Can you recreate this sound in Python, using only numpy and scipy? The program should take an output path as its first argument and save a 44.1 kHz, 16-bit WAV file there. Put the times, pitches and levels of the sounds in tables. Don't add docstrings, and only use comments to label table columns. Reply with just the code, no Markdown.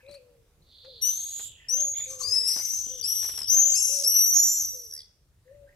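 import sys
import numpy as np
from scipy import signal
from scipy.fft import rfft, irfft
from scipy.io import wavfile
from scipy.ndimage import uniform_filter1d

SR = 44100
rng = np.random.default_rng(int(sys.argv[2]) if len(sys.argv) > 2 else 0)


def to_wav(s):
    ch = np.atleast_2d(s).T
    pcm = np.round(np.clip(ch, -1, 1) * 32767)
    wavfile.write(sys.argv[1], SR, pcm.astype(np.int16))


def volts_from_decibels(level):
    exponent = np.asarray(level, float) / 20
    return 10 ** exponent


N = 253575
SIDES = np.array([[0.5], [-0.5]])
PORT_LEAD_RAD = 1.1 * SIDES


def evened(x):
    return x / np.sqrt(np.mean(x ** 2) + 1e-20)


def read(points, hz):
    f, value = np.transpose(points)
    return np.interp(np.log(hz + 1), np.log(f + 1), value)


def curves(rows):
    s, *columns = np.transpose(rows)
    t = np.arange(s[0], s[-1], 1 / SR)
    return [s[0]] + [np.interp(t, s, c) for c in columns]


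def add(mix, s, sound, pan_db=0.):
    part = mix[:, round(s * SR):][:, :sound.shape[-1]]
    part += (sound * volts_from_decibels(SIDES * pan_db))[:, :part.shape[1]]


def wander(size, hz):
    lowpass = signal.butter(4, hz, fs=SR, output="sos")
    return evened(signal.sosfilt(lowpass, rng.standard_normal(size + 2000))[2000:])


def fade(size, rise=0.00067):
    t = np.arange(size) / SR
    return np.clip(np.minimum(t, t[::-1]) / rise, 0, 1)


def scream(mix, rows, voice, place, shake, ending):
    # hz, level_db
    throat = [(1500, -27), (4500, -5), (6700, -15.5), (8100, 4), (9700, -16.5), (11400, -2.5),
              (13300, -17.5), (16000, -29.5)]
    # hz, level_db
    beak = [(9000, -13.5), (10300, -14.5), (11300, -3), (12200, -9.5), (13300, -15), (14300, -15.5)]
    first_depth, jitter, swing, rasp = 0.12, 0.05, 0.052, 0.061
    flicker, wobble, waver_db = 0.3, 0.003, 2.2
    s, hz, db = curves(rows)
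    hz = uniform_filter1d(hz, size=300, mode="nearest")
    n = len(hz)
    first_db, third_db, fourth_db, fifth_db, haze_db = voice
    pan0_db, pan1_db, high_pan_db = place
    first_hz, last_hz, last_depth, lateness, rough = shake
    trill_s, trill_hz, sweep_growth, floor = ending

    since = s + np.arange(n) / SR - trill_s
    trilling = np.clip(1 + since * trill_hz, 0, 1)
    depth = first_depth + (last_depth - first_depth) * np.linspace(0, 1, n) ** lateness
    depth = np.clip(np.maximum(depth, trilling), 0, 1)
    rate = np.linspace(first_hz, last_hz, n) * (1 + jitter * rough * wander(n, 25))
    flutter = 2 * np.pi * np.cumsum(rate) / SR
    grip = np.clip(depth * (1 + flicker * wander(n, 35)), 0, 1)

    offset = ((since * trill_hz + .5) % 1 - .5) / trill_hz
    pulses = np.exp(-(offset / .0021) ** 2) + 0.34 * np.exp(-((offset - .0035) / 0.0038) ** 2) + floor
    gate = (1 - trilling) * (1 + grip * np.cos(flutter)) + trilling * 2 * pulses
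    gate = gate / np.sqrt(uniform_filter1d(gate ** 2, 800)) * fade(n, 0.0032)

    bend = 1 + swing * grip * np.sin(flutter + 0.46) * (1 - trilling)
    bend += rasp * rough * depth ** 2 * (1 - 0.41 * trilling) * wander(n, 720)
    bend += wobble * wander(n, 45.33)
    pulse_drop_per_s = 17 * (1 + sweep_growth * since)
    bend -= pulse_drop_per_s * offset * trilling * np.exp(-(offset / 0.0034) ** 2)
    phase = np.pi * np.cumsum(hz * bend) / SR

    levels = (first_db - 18 * depth + 1.5 * wander(n, 23),
              0,
              third_db - 10 * depth + read(throat, 3 * hz / 2),
              fourth_db + read(beak, 2 * hz),
              fifth_db - 4 * depth,
              -24 - 14 * depth)
    for k, level_db in enumerate(levels, 1):
        pan_db = np.linspace(pan0_db, pan1_db, n) if k < 3 else high_pan_db
        pan_db = pan_db + 2 * wander(n, 27)
        lead = SIDES * (0.6 * wander(n, 15.4) - .5 * (k > 2))
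        if k == 1:
            unrest = 0.11 + 3 * depth ** 2
        else:
            unrest = 0.19 * k * depth * rough + .9 * depth * (k == 3) + 0.33 * (k > 2)
        blur = unrest * (1 - 0.78 * trilling) * wander(n, 240)
        tone = np.sqrt(2) * np.cos(k * phase + lead + blur) * (k * hz < 31000)
        blink = 2 if k == 3 else 0.61 * (k > 3)
        tone = tone * (1 + blink * depth * np.cos(flutter))
        add(mix, s, volts_from_decibels(db + level_db + waver_db * wander(n, 63)) * gate * tone, pan_db)

    colour = volts_from_decibels(read(throat, np.fft.rfftfreq(n, 1 / SR)))
    air = evened(irfft(rfft(rng.standard_normal((2, n))) * colour, n))
    swell = depth ** 1.91 * (1 + gate) * (1 - 0.61 * trilling) * fade(n, 0.0085)
    add(mix, s, volts_from_decibels(db + haze_db) * swell * air / 2)


def swifts(mix):
    # start_s, pitch_hz of the strong 2nd harmonic, effort level_db
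    arriving = [
        [(1.012, 5750, -45), (1.025, 5730, -29), (1.055, 5950, -25), (1.105, 6050, -27), (1.125, 6150, -33),
         (1.2, 6373, -34.5), (1.43, 6970, -38.5), (1.48, 7600, -45.5), (1.5, 7450, -63)],
        [(1.684, 5430, -33), (1.72, 5940, -26), (1.755, 6060, -26), (1.785, 6400, -28.5), (1.815, 6420, -26),
         (1.84, 6670, -24.5), (1.95, 6610, -33), (1.975, 6850, -30.5), (2.04, 6820, -39)],
        [(2.035, 6820, -34), (2.07, 6600, -43.5), (2.11, 6200, -35.5), (2.15, 6300, -42), (2.175, 6400, -50),
         (2.2, 6350, -37.5), (2.235, 6230, -34.5), (2.255, 6200, -55)],
        [(2.262, 6800, -52), (2.28, 6510, -38), (2.31, 6400, -37), (2.36, 6100, -50.5)],
        [(2.213, 4150, -51), (2.24, 4650, -33), (2.29, 4950, -35), (2.33, 5150, -27.5), (2.37, 5170, -25),
         (2.42, 5190, -30), (2.5, 5130, -30), (2.58, 5230, -33.5), (2.625, 4950, -48)],
    ]
    # start_s, pitch_hz, level_db
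    circling = [
        [(2.45, 5400, -43), (2.48, 5550, -27), (2.52, 5640, -32), (2.55, 5920, -37.5), (2.62, 5960, -34.5),
         (2.66, 6020, -34), (2.7, 5870, -38.5), (2.83, 5900, -45)],
        [(2.645, 5300, -42.5), (2.68, 5720, -37.5), (2.71, 5900, -30.5), (2.74, 6150, -31), (2.8, 6130, -31.5),
         (2.83, 6090, -35.5), (2.9, 6000, -40), (2.965, 5950, -44), (3.005, 5900, -38)],
        [(3.025, 4600, -42.5), (3.05, 5100, -26), (3.075, 5600, -29.5), (3.15, 5750, -29.5), (3.2, 5780, -31),
         (3.3, 5680, -36.5), (3.355, 5550, -42), (3.385, 5560, -35), (3.45, 5150, -40)],
    ]
    # start_s, pitch_hz, level_db
    close_pass = [
        [(3.44, 5250, -49), (3.485, 5720, -35.5), (3.5, 6000, -21), (3.6, 6645, -21.5), (3.7, 6910, -26.5),
         (3.78, 7320, -29.5), (3.95, 7040, -39), (3.985, 6720, -36.5), (4.06, 5850, -32)],
        [(3.48, 4760, -37), (3.495, 5195, -29.5), (3.522, 5906, -25), (3.6, 6170, -20.5), (3.64, 6190, -24),
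         (3.81, 6410, -30), (3.84, 6120, -30.5), (3.88, 6180, -29.5), (4.02, 5750, -38)],
        [(3.738, 4210, -43.5), (3.755, 5070, -30.5), (3.775, 5394, -28), (3.8, 5510, -32), (3.85, 5550, -34),
         (3.92, 5435, -36), (4.03, 5400, -39.5)],
    ]
    # start_s, pitch_hz, level_db
    leaving = [
        [(4.037, 5050, -27.5), (4.055, 5250, -26), (4.078, 5680, -24), (4.12, 5760, -25.5), (4.16, 5870, -20.5),
         (4.2, 5790, -22), (4.24, 5860, -21.5), (4.29, 5930, -24), (4.33, 5880, -27.5)],
        [(4.325, 5880, -23.5), (4.44, 5790, -24.5), (4.47, 5930, -22), (4.5, 5850, -27), (4.62, 5900, -29.5),
         (4.72, 5900, -37.5), (4.895, 5750, -47.5), (4.95, 5600, -39.5), (5.025, 4743, -50.5)],
        [(4.312, 5550, -39.5), (4.332, 6120, -24.5), (4.355, 6520, -18), (4.38, 6620, -19.5),
         (4.42, 6880, -23.5), (4.5, 7050, -26), (4.555, 7200, -29), (4.575, 6900, -29), (4.655, 5900, -32)],
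    ]
    # level_db re 2nd harmonic of harmonics 1, 3, 4, 5 and of the breath
    voices = [(-27, -7.5, -3, -26.5, 0.5), (-35, -14, -11.5, -42, -8.5), (-33, -15, -13.5, -44.5, -0.5),
              (-43, -29, -3, -47, -8.5), (-31.5, -18, -1, -33, 1), (-25.5, -8.5, -0.5, -24, -2),
              (-52, -20, -10, -36.5, -5), (-28.5, -14, 0, -23.5, 0), (-42, -20.5, -5, -67.5, 1.5),
              (-39.5, -36.5, -5, -50, -16), (-16.5, -9, 5.5, -26, -14.5), (-36.5, -13, 1.5, -27.5, -8.5),
              (-47, -30.5, -3, -33.5, -8.5), (-38.5, -13.5, -5, -52, -26)]
    # left-right start_db, end_db, high_harmonics_db
    places = [(12, -10.5, 6.5), (11, -6, 3), (-0.5, 9.5, 7), (-0.5, 19, 0), (11.5, 9.5, 7.5),
              (8, 17.5, 3.5), (6, 9.5, 4.5), (7.5, 9.5, 3), (8.5, -0.5, 5), (6.5, 17, 1.5), (6.5, 8.5, 6),
              (8.4, 5.5, -5.5), (-4, 2, -4), (-2.5, 4, 1)]
    # first_hz, last_hz, final depth (0-1), lateness of growth, rasp (0-1)
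    flutters = [(232, 220, 0.68, 0.9, 0.89), (330, 200, 0.44, 1.3, 0.24), (300.8, 650, 0.69, 0.18, .9),
                (490, 490, .9, 1.1, 0.55), (293, 250, 0.8, 1.7, 0.6), (320, 290, 0.84, 0.79, 1),
                (302, 410, 0.7, 0.38, 0), (320, 190, 0.65, 0.55, 0.7), (309, 220, 1, 2.6, 1),
                (290, 200, 0.6, 2.2, 1), (284, 140, .6, 0.53, 0.3), (307.5, 280, 0.43, 0.63, 0.3),
                (283, 310, 0.67, 0.31, 0.9), (291, 270, 1, 1.6, 0.86)]
    # start_s (late means none), rate_hz, sweep growth per s, level between pulses (0-1)
    endings = [(9, 150, 0, 0), (9, 80, 0, 0), (9, 80, 0, 0), (2.273, 78, 0, .1), (2.562, 80, 0, .3),
               (9, 80, 0, 0), (9, 80, 0, 0), (3.377, 72, 0, .3), (3.988, 83, 0, .08), (9, 80, 0, 0),
               (3.962, 76, 0, .3), (9, 80, 0, 0), (4.912, 75.5, 20, .18), (4.574, 80, 0, .15)]
    calls = np.zeros((2, N))
    for call in zip(arriving + circling + close_pass + leaving, voices, places, flutters, endings):
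        scream(calls, *call)
    mix += calls
    add(mix, 0.041, volts_from_decibels(-13) * calls[::-1])


def wings(mix):
    # start_s, peak level_db, colour_hz
    slaps = [(0.088, -46, 122), (0.091, -54, 1500), (0.111, -50, 6000), (0.139, -47.5, 5100),
             (0.845, -53.5, 1650), (1.322, -62, 1210), (1.393, -39.5, 1540), (1.84, -44.5, 192),
             (1.991, -41.5, 2660), (2.56, -37.5, 565), (2.59, -41, 810), (2.863, -45, 197),
             (2.491, -51, 500), (1.73, -53, 404), (1.36, -56, 250), (3.226, -40, 1940), (3.243, -38, 1476),
             (3.289, -38, 1420), (3.336, -44, 1190), (3.375, -36.5, 1580), (3.41, -41, 954)]
    t = np.arange(4000) / SR
    for s, db, hz in slaps:
        puff = rng.standard_normal(len(t)) * np.exp(-t / 0.015) * np.minimum(t / 0.002, 1)
        body = signal.lfilter(*signal.butter(2, [hz / 4.8, hz * 2.36], "band", fs=SR), puff)
        add(mix, s, volts_from_decibels(db) * body / abs(body).max(), -1.5 + 4.0 * rng.standard_normal())


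def dove(mix):
    # start_s, pitch_hz, level_db
    coos = [
        [(.025, 507, -58), (.05, 520, -51.5), (.1, 579, -44.5), (.17, 559, -44), (.19, 506, -53),
         (.33, 481, -61), (.47, 441, -70)],
        [(.825, 454, -92), (.85, 509, -50), (.888, 538, -47), (.94, 484, -57), (1.02, 428, -66)],
        [(1.7, 510, -64), (1.722, 505, -53.5), (1.768, 531, -46.5), (1.785, 593, -49), (1.89, 567, -50),
         (1.96, 555, -67)],
        [(2.055, 490, -62), (2.075, 517, -49), (2.124, 532, -45.5), (2.17, 511.6, -49.5), (2.35, 492, -54.5),
         (2.46, 477, -59), (2.55, 427, -65)],
        [(2.875, 449, -68), (2.91, 518, -50.5), (2.96, 507, -49.5), (3.05, 454, -66)],
    ]
    # start_s, pitch_hz, level_db
    coos_again = [
        [(3.495, 503, -48), (3.518, 512, -56.5), (3.536, 510, -45), (3.552, 596.5, -48), (3.67, 587.4, -49.5),
         (3.73, 558, -52), (3.77, 560, -66)],
        [(3.87, 490, -68), (3.892, 500, -48.5), (3.922, 571, -46), (4.03, 562, -42.5), (4.06, 513, -49),
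         (4.24, 487, -61.5), (4.36, 430, -70)],
        [(4.72, 502, -67), (4.75, 510, -49), (4.8, 492, -54), (4.93, 415, -72)],
        [(5.45, 492, -64), (5.472, 503, -54.5), (5.516, 542.6, -46), (5.534, 584, -52.5), (5.644, 566, -47.5),
         (5.7, 559, -64.5)],
    ]
    for rows in coos + coos_again:
        s, hz, db = curves(rows)
        n = len(hz)
        throb = 1 + 0.0037 * wander(n, 30)
        phase = 2 * np.pi * np.cumsum(uniform_filter1d(hz, 300) * throb) / SR
        coo = volts_from_decibels(db - 1.0 + 1.3 * wander(n, 71)) * fade(n, 0.011) * np.cos(phase)
        add(mix, s, coo, 7)
        add(mix, s + 0.18, volts_from_decibels(-16) * coo, -3.0)


def falling_sweeps(mix, rows, rate_hz, share, pan_db, unrest):
    s, hz, db = curves(rows)
    n = len(hz)
    beat = np.cumsum(rate_hz * (1 + unrest * wander(n, 90))) / SR % 1
    sweep = 1 + share * np.cos(np.pi * beat ** 0.99) / 2.4
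    phase = 2 * np.pi * np.cumsum(hz * sweep) / SR
    song = evened((0.03 + np.sin(np.pi * beat) ** 0.56) * np.cos(phase - PORT_LEAD_RAD))
    add(mix, s, volts_from_decibels(db + 3.1 * wander(n, 270)) * song, pan_db)


def finch(mix):
    # start_s, centre_hz, level_db
    wheeze = [
        (.64, 4100, -78),
        (0.74, 3930, -57),
        (0.95, 3980, -53),
        (1.3, 3840, -53.5),
        (1.45, 3510, -55),
        (1.65, 2810, -64),
        (1.79, 2800, -68),
    ]
    # start_s, centre_hz, level_db
    trill = [
        (2.849, 3130, -64.5),
        (2.951, 3305, -56.5),
        (3.7, 3260, -57.5),
        (3.781, 3060, -62),
    ]
    falling_sweeps(mix, wheeze, rate_hz=150, share=0.38, pan_db=-3.9, unrest=0.22)
    falling_sweeps(mix, trill, rate_hz=41, share=0.25, pan_db=-1.8, unrest=0.078)


def chirps(mix):
    # start_s, length_s, start_hz, end_hz, level_db
    notes = [(0.064, 0.0048, 3470, 4130, -60), (0.074, 0.057, 4060, 4040, -59),
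             (0.08, 0.018, 3770, 4900, -59), (0.111, 0.0043, 3670, 4600, -53),
             (0.115, 0.028, 4100, 4970, -56), (0.134, 0.037, 3570, 5080, -52),
             (0.103, 0.014, 3700, 4700, -60), (0.125, .014, 3700, 4800, -59),
             (0.167, 0.016, 3800, 4900, -62), (1.805, 0.0044, 5920, 5700, -25),
             (3.011, 0.005, 5800, 5700, -28), (3.016, 0.0056, 5900, 5600, -33.5),
             (3.033, 0.019, 5900, 5600, -42.5), (3.693, 0.027, 5750, 5900, -39),
             (3.726, 0.016, 5850, 5900, -37.5), (3.756, 0.018, 5800, 5850, -32)]
    for s, length, hz0, hz1, db in notes:
        phase = 2 * np.pi * np.cumsum(np.linspace(hz0, hz1, round(length * SR))) / SR
        note = np.hanning(len(phase)) * (np.cos(phase) + volts_from_decibels(-10.5) * np.cos(2 * phase))
        add(mix, s, volts_from_decibels(db + 3.5) * note, 11.5 if s > 2.6 else 6)


def far_birds(mix):
    # start_s, length_s, start_hz, end_hz, level_db
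    whistles = [(0, 0.17, 2460, 2350, -74), (0, 0.016, 1790, 1620, -55), (0.098, 0.09, 2140, 2730, -73),
                (.61, .03, 4100, 4500, -72), (1.56, 0.3, 1930, 1820, -76), (1.76, 0.06, 3350, 3410, -60),
                (1.926, .17, 3410, 3740, -62), (1.93, 0.19, 2150, 2400, -66), (2.24, 0.5, 1820, 2270, -71),
                (1.14, .16, 7900, 8150, -64), (1.365, .05, 8000, 7900, -60), (2.83, .085, 7000, 6900, -58),
                (4.09, .15, 2750, 2900, -63), (2.105, .045, 1200, 1130, -61), (2.19, .045, 1200, 1130, -57),
                (4.985, .035, 3800, 3450, -66), (4.91, 0.11, 1600, 2240, -76),
                (5.44, 0.13, 1700, 1950, -82), (5.66, 0.09, 1480, 2330, -77)]
    for s, length, hz0, hz1, db in whistles:
        n = round(length * SR)
        hz = np.linspace(hz0, hz1, n) * (1 + 0.058 * wander(n, 250))
        phase = 2 * np.pi * np.cumsum(hz) / SR
        level = volts_from_decibels(db + 10.0 + 5.5 * wander(n, 82))
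        add(mix, s, level * fade(n, 0.025) * np.cos(phase + PORT_LEAD_RAD))


def street(x):
    # hz, t60_s
    decay = [(500, 0.54), (3000, 0.33), (6000, 0.56), (12000, 0.27)]
    taps = np.zeros((2, SR))
    slots = np.arange(200, SR - 20, 20)
    at = slots + rng.integers(0, 20, (2, len(slots)))
    np.put_along_axis(taps, at, rng.choice([-1., 1.], at.shape), 1)
    hz, t, z = signal.stft(taps, SR, nperseg=256)
    t60_s = read(decay, hz)[:, None]
    tail = signal.istft(z * volts_from_decibels(-60 * t / t60_s) / np.sqrt(t60_s), SR, nperseg=256)[1]
    return signal.fftconvolve(x.mean(0)[None], tail / np.linalg.norm(tail[0]), axes=1)[:, :N]


def town():
    # hz, level_db per Hz
    hum = [(18, -48), (32, -9), (71, -1.5), (210, -24.5), (540, -24), (721, -30.5), (2700, -35),
           (16000, -39)]
    # hz, coherence (0-1)
    likeness = [(60, 0.94), (400, 0.91), (2400, 0.1), (15000, 0.2)]
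    # start_s, level_db
    swell = [(.1, -2.5), (.55, -4), (1.3, -1), (1.6, -3), (2.2, 2.5), (2.75, -2), (3.4, 2.5), (4.6, -2.5),
             (5.2, -7.5), (5.6, -3.5)]
    frames, hz = N // 256 + 5, np.fft.rfftfreq(1024, 1 / SR)
    a, b, c, d, patches = rng.standard_normal((frames, 513, 5)).T
    patches = evened(uniform_filter1d(uniform_filter1d(patches, 14, 0), 20, 1))
    same = np.clip(read(likeness, hz), -1, 1)[:, None]
    left = a + 1j * b
    right = same * left + np.sqrt(1 - same ** 2) * (c + 1j * d)
    background_db = np.interp(np.arange(frames) * 256 / SR, *np.transpose(swell))
    z = np.array([left, right]) * volts_from_decibels(read(hum, hz)[:, None] + 1.5 * patches + background_db)
    return volts_from_decibels(-59.5) * evened(signal.istft(z, nperseg=1024, noverlap=768)[1][:, :N])


def scene():
    near, far = np.zeros((2, 2, N))
    swifts(near)
    wings(near)
    dove(near)
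    chirps(near)
    finch(far)
    far_birds(far)
    return near + far + street(volts_from_decibels(-13) * near + volts_from_decibels(-2) * far) + town()


def low_pass(x):
    return signal.sosfilt(signal.butter(12, 15450, fs=SR, output="sos"), x)


def record(dry):
    late = np.array([dry[0], np.roll(dry[1], 1)])
    rumble_filter = signal.butter(2, 22.3, "high", fs=SR, output="sos")
    return low_pass(signal.sosfilt(rumble_filter, late))


dry = scene()
out = record(dry)
to_wav(out)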